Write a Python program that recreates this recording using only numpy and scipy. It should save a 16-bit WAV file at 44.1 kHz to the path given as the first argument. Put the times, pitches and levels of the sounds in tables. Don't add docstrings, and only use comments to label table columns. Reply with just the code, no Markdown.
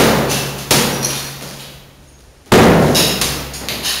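import sys
import numpy as np
from scipy import signal
from scipy.fft import rfft, irfft, next_fast_len
from scipy.io import wavfile

SR = 44100
rng = np.random.default_rng(int(sys.argv[2]) if len(sys.argv) > 2 else 0)


def transcribe(signal):
    frames = np.atleast_2d(signal).T
    limited = np.clip(frames, -1, 1)
    pcm = np.round(limited * 32767).astype(np.int16)
    wavfile.write(sys.argv[1], SR, pcm)


N = 176400
LONG, SHORT = 3 * SR, SR // 3
T = np.arange(LONG) / SR

# (time [s], thud [dB], thud brightness [dB/octave], crack [dB],
# deep boom [dB], upper boom [dB])
HAMMER_BLOWS = [(-.12, -3.5, 1.5, -7, -24.5, -14.5), (.708, -13, .5, -10.5, -32, -22),
                (2.5202, 1.5, -0.4, -15, -21.5, -19), (3.214, -25.5, -1, -16.5, -29.5, -36)]
# (frequency [Hz], level over the thud [dB])
THUD_MODES = [(148, -18), (222, -6), (280, -24), (340, -20), (495, -10.5), (555, -37), (593, -28),
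              (751, -28), (974, -25)]
# (frequency [Hz], t60 [s])
BOOM_MODES = [(65, 3.23), (138, 2.95)]
# (time [s], level [dB], length [s],
# direct over echo [dB])
GRIT_AND_CRACKS = [(.09, -32.5, .15, -20), (0.285, -25, 0.096, -17.5), (0.583, -30.5, 0.0079, -12),
                   (1.077, -27, 0.17, -20), (1.411, -34, 0.19, -3.5), (2.03, -56, .005, -13),
                   (2.191, -54, 0.06, 0), (2.46, -49, 0.037, -4), (2.621, -29.5, 0.11, -8),
                   (2.798, -29.5, 0.23, -8)]
# (time [s], level [dB], clatter length [s], first contact strength [0-1],
# direct over echo [dB], piece [name])
SHARD_LANDINGS = [(0.298, -19.5, 0.035, 0.44, -8, "wedge"), (0.92, -31.5, .02, 0.3, -17, "splinter"),
                  (1.029, -23.5, .01, 1, -10, "sliver"), (1.046, -19.5, 0.01, .45, -1.5, "flake"),
                  (1.107, -29, 0.0018, 1, -2, "crumb"), (1.147, -31, 0.024, 0.5, -12, "nib"),
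                  (1.428, -40, 0.054, 0.3, -5, "chip"), (1.596, -34.5, .02, 0.94, -9, "crumb"),
                  (2.071, -53.5, .03, .5, -5, "speck"), (2.948, -11.5, 0.056, .6, -9, "slab"),
                  (3.536, -27.5, 0.0086, 1, -13.5, "chip"), (3.686, -20, .002, 1, -7.5, "crumb"),
                  (3.832, -18, 0.053, 0.56, -19, "half")]
SHARD_VOICES = { "slab": (0.016, -2.4, [(1857, -16), (2640, -5.5), (2778, 0), (2930, -2), (3790, 2),
                (3962, -2), (4721, -6), (5157, 0), (5426, -0.5), (6450, -8), (6729, -6), (9356, -9),
                (10850, -4.5), (12100, -9), (13230, -16)]), "half": (.03, -1.6, [(1857, -1), (2729, -1.5),
                (3031, 1.5), (3790, 2), (3950, 0), (4242, 1), (4500, 0), (5157, 1), (6600, -2), (9700, -10),
                (10850, -3), (12050, -6)]), "wedge": (0.023, 2.4, [(2676, 2.5), (5389, 1), (6040, 6.5),
                (10030, 2)]), "sliver": (0.13, -2, [(2422, -5), (4258, -1), (5720, 1), (10240, -4),
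                (11760, -8)]), "splinter": (0.091, -21, [(5760, 5), (10240, -1)]),
                "flake": (.012, -13, [(5800, 3.5), (6150, 1.5), (9851, -3), (10240, -1), (14000, -14)]),
                "nib": (0.13, -1.2, [(3693, 0), (4258, 2), (12320, -11)]),
                "crumb": (0.0045, -5.5, [(2350, -3), (3100, 0.5), (3800, -0.5), (4600, -6.5),
                (11000, -18.5), (12500, -12.5)]), "chip": (0.0054, -1.1, [(4650, 2.5), (5400, 4),
                (6750, 2.5), (9200, -2), (11200, -5.5)]), "speck": (0.11, -15, [(6535, 0), (9475, -3)])}
# (time [s], level [dB])
MORTAR_LUMPS = [(1.41, -33), (2.46, -44.5), (3.61, -29.5), (3.69, -30.5)]
# (frequency [Hz], level [dB])
THUD_EQ = [(20, -36), (50, -26), (100, -6.5), (140, -0.5), (230, -2), (400, -4), (650, -6), (1000, -13.5),
           (2000, -18.5), (4000, -27), (8000, -52), (16000, -45)]
# (frequency [Hz], level [dB])
CRACK_EQ = [(100, -3.5), (500, -15), (1000, 2), (1700, -1), (3000, 3), (4500, 4), (6500, 3), (9500, 1),
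            (12000, -5), (16000, -12.5)]
# (frequency [Hz], level [dB])
RUMBLE_EQ = [(20, -11), (65, 4), (130, -8.5), (400, -10), (1000, -18.5), (3000, -24), (9000, -26),
             (16000, -43)]
# (frequency [Hz], level [dB])
TICK_EQ = [(100, -29), (700, -6), (2000, -4.5), (4500, -1), (6500, -2.5), (10000, -5.5), (13000, -11),
           (16000, -16)]
# (frequency [Hz], gain [dB])
MIC_EQ = [(6900, 0), (7500, -4), (8000, -10), (8500, -4), (9100, 0)]
# (frequency [Hz], t60 [s])
ROOM_DECAY = [(60, 1.2), (140, 1.75), (300, 1.53), (700, 1.53), (1500, 1.364), (3000, 0.99), (6000, 0.76),
              (10000, 0.71), (16000, 1.33)]

THUD_T60_S, THUD_RING_T60_S, TILT_PIVOT_HZ = 0.094, 1.38, 400
SHUDDER_LEAD_S, SHUDDER_DB = 0.00233, -21
CONTACTS_PER_S, CONTACT_T60_S = 280, 0.0063
OVERLOAD_CEILING, OVERLOAD_HARDNESS, BAND_LIMIT_HZ = 0.57, 14, 15700


def amp(db):
    return 10 ** (np.asarray(db) / 20)


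def unit(x):
    return x / np.sqrt(np.sum(x ** 2) + 1e-20)


def curve_at(points, hz):
    freqs, values = np.transpose(points)
    return np.interp(np.log(hz + 1), np.log(freqs + 1), values)


def fade(t, t60):
    return amp(-60 * t / t60)


def equalise(x, eq, size=4096):
    cepstrum = irfft(np.log(amp(curve_at(eq, np.fft.rfftfreq(size, 1 / SR)))))
    cepstrum[1:size // 2] *= 2
    cepstrum[size // 2 + 1:] = 0
    return signal.fftconvolve(x, irfft(np.exp(rfft(cepstrum))))[:len(x)]


def whiten(noise):
    spectrum = rfft(noise, 2 * SHORT)
    return irfft(spectrum / np.abs(spectrum))[:SHORT]


def echo(direct_db, build_s=0.0017):
    hz, t, bands = signal.stft(rng.standard_normal(LONG), SR, nperseg=512)
    bands = bands * fade(t, curve_at(ROOM_DECAY, hz)[:, None])
    tail = signal.istft(bands, SR, nperseg=512)[1][:LONG]
    response = unit(tail * (1 - np.exp(-T / build_s)))
    response[0] += amp(direct_db)
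    return response


def in_room(x, room):
    heard = signal.fftconvolve(x, room)[:len(room)]
    return heard / np.sqrt(np.mean(heard[:SR // 10] ** 2))


def impact(eq, t60, direct_db):
    puff = whiten(rng.standard_normal(SHORT) * fade(T[:SHORT], t60))
    return in_room(unit(equalise(puff, eq)), echo(direct_db))


def standing_wave(hz, t60, rise_s=0.011):
    tone = np.sin(2 * np.pi * (hz * T + rng.random()))
    return tone * fade(T, t60) * (1 - np.exp(-T / rise_s))


def add(track, time, x):
    start = round(time * SR)
    x, start = x[max(-start, 0):], max(start, 0)
    track[start:start + len(x)] += x[:N - start]


def hammer():
    track = np.zeros(N)
    for time, thud_db, tilt, crack_db, *booms_db in HAMMER_BLOWS:
        tilted_eq = [(hz, db + tilt * np.log2(hz / TILT_PIVOT_HZ)) for hz, db in THUD_EQ]
        thud = impact(tilted_eq, THUD_T60_S, direct_db=-3)
        ring = sum(amp(db) * standing_wave(hz, THUD_RING_T60_S) for hz, db in THUD_MODES)
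        add(track, time, amp(thud_db) * (thud + ring))
        add(track, time - SHUDDER_LEAD_S, amp(thud_db + SHUDDER_DB) * thud)
        crack = impact(CRACK_EQ, t60=0.06, direct_db=-4.5)
        add(track, time, amp(crack_db) * crack)
        for (hz, t60), db in zip(BOOM_MODES, booms_db):
            add(track, time, amp(db) * standing_wave(hz, t60))
    return track


def building_rumble(rms_db=-45):
    return amp(rms_db) * np.sqrt(N) * unit(equalise(rng.standard_normal(N), RUMBLE_EQ))


def clatter(length, first_strength):
    hits = rng.random(SHORT) < CONTACTS_PER_S / SR
    contacts = hits * rng.choice([-1, 1], SHORT) * rng.uniform(0.24, 1, SHORT)
    contacts *= np.exp(-(T[:SHORT] / length) ** 2)
    contacts[0] = first_strength
    return contacts


def ticks(contacts):
    power = signal.fftconvolve(contacts ** 2, fade(T[:SHORT], CONTACT_T60_S) ** 2)[:SHORT]
    crunch = rng.standard_normal(SHORT) * np.sqrt(np.abs(power))
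    return unit(equalise(whiten(crunch), TICK_EQ))


def grit_and_cracks():
    track = np.zeros(N)
    for time, db, length, direct_db in GRIT_AND_CRACKS:
        patter = ticks(clatter(length, first_strength=1))
        add(track, time, amp(db) * in_room(patter, echo(direct_db)))
    return track


def shards():
    track, t = np.zeros(N), T[:SHORT]
    for time, db, length, first_strength, direct_db, piece in SHARD_LANDINGS:
        t60, crunch_db, modes = SHARD_VOICES[piece]
        contacts = clatter(length, first_strength)
        room = echo(direct_db)[:SR + SHORT]
        knocks = in_room(contacts, room)
        freqs, levels_db = np.transpose(modes)
        ring = np.zeros(len(room))
        for k, (hz, share) in enumerate(zip(freqs, unit(amp(levels_db)))):
            partial = (-1) ** k * np.cos(2 * np.pi * hz * t) * fade(t, t60)
            ring += share * in_room(partial, knocks)
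        crunch = amp(crunch_db) * in_room(ticks(contacts), room)
        clink = (ring + crunch) / np.hypot(1, amp(crunch_db))
        add(track, time, amp(db) * clink)
    return track


def mortar():
    track = np.zeros(N)
    for time, db in MORTAR_LUMPS:
        add(track, time, amp(db) * impact(THUD_EQ, t60=0.053, direct_db=-19))
    return track


def scene():
    return (hammer() + shards() + grit_and_cracks() + mortar() + building_rumble())[None]


def record(dry):
    notched = equalise(dry[0], MIC_EQ)
    drive = np.abs(notched / OVERLOAD_CEILING)
    overloaded = notched / (1 + drive ** OVERLOAD_HARDNESS) ** (1 / OVERLOAD_HARDNESS)
    size = next_fast_len(N + SHORT)
    passband = np.fft.rfftfreq(size, 1 / SR) < BAND_LIMIT_HZ
    return irfft(rfft(overloaded, size) * passband, size)[None, :N]


dry = scene()
out = record(dry)
transcribe(out)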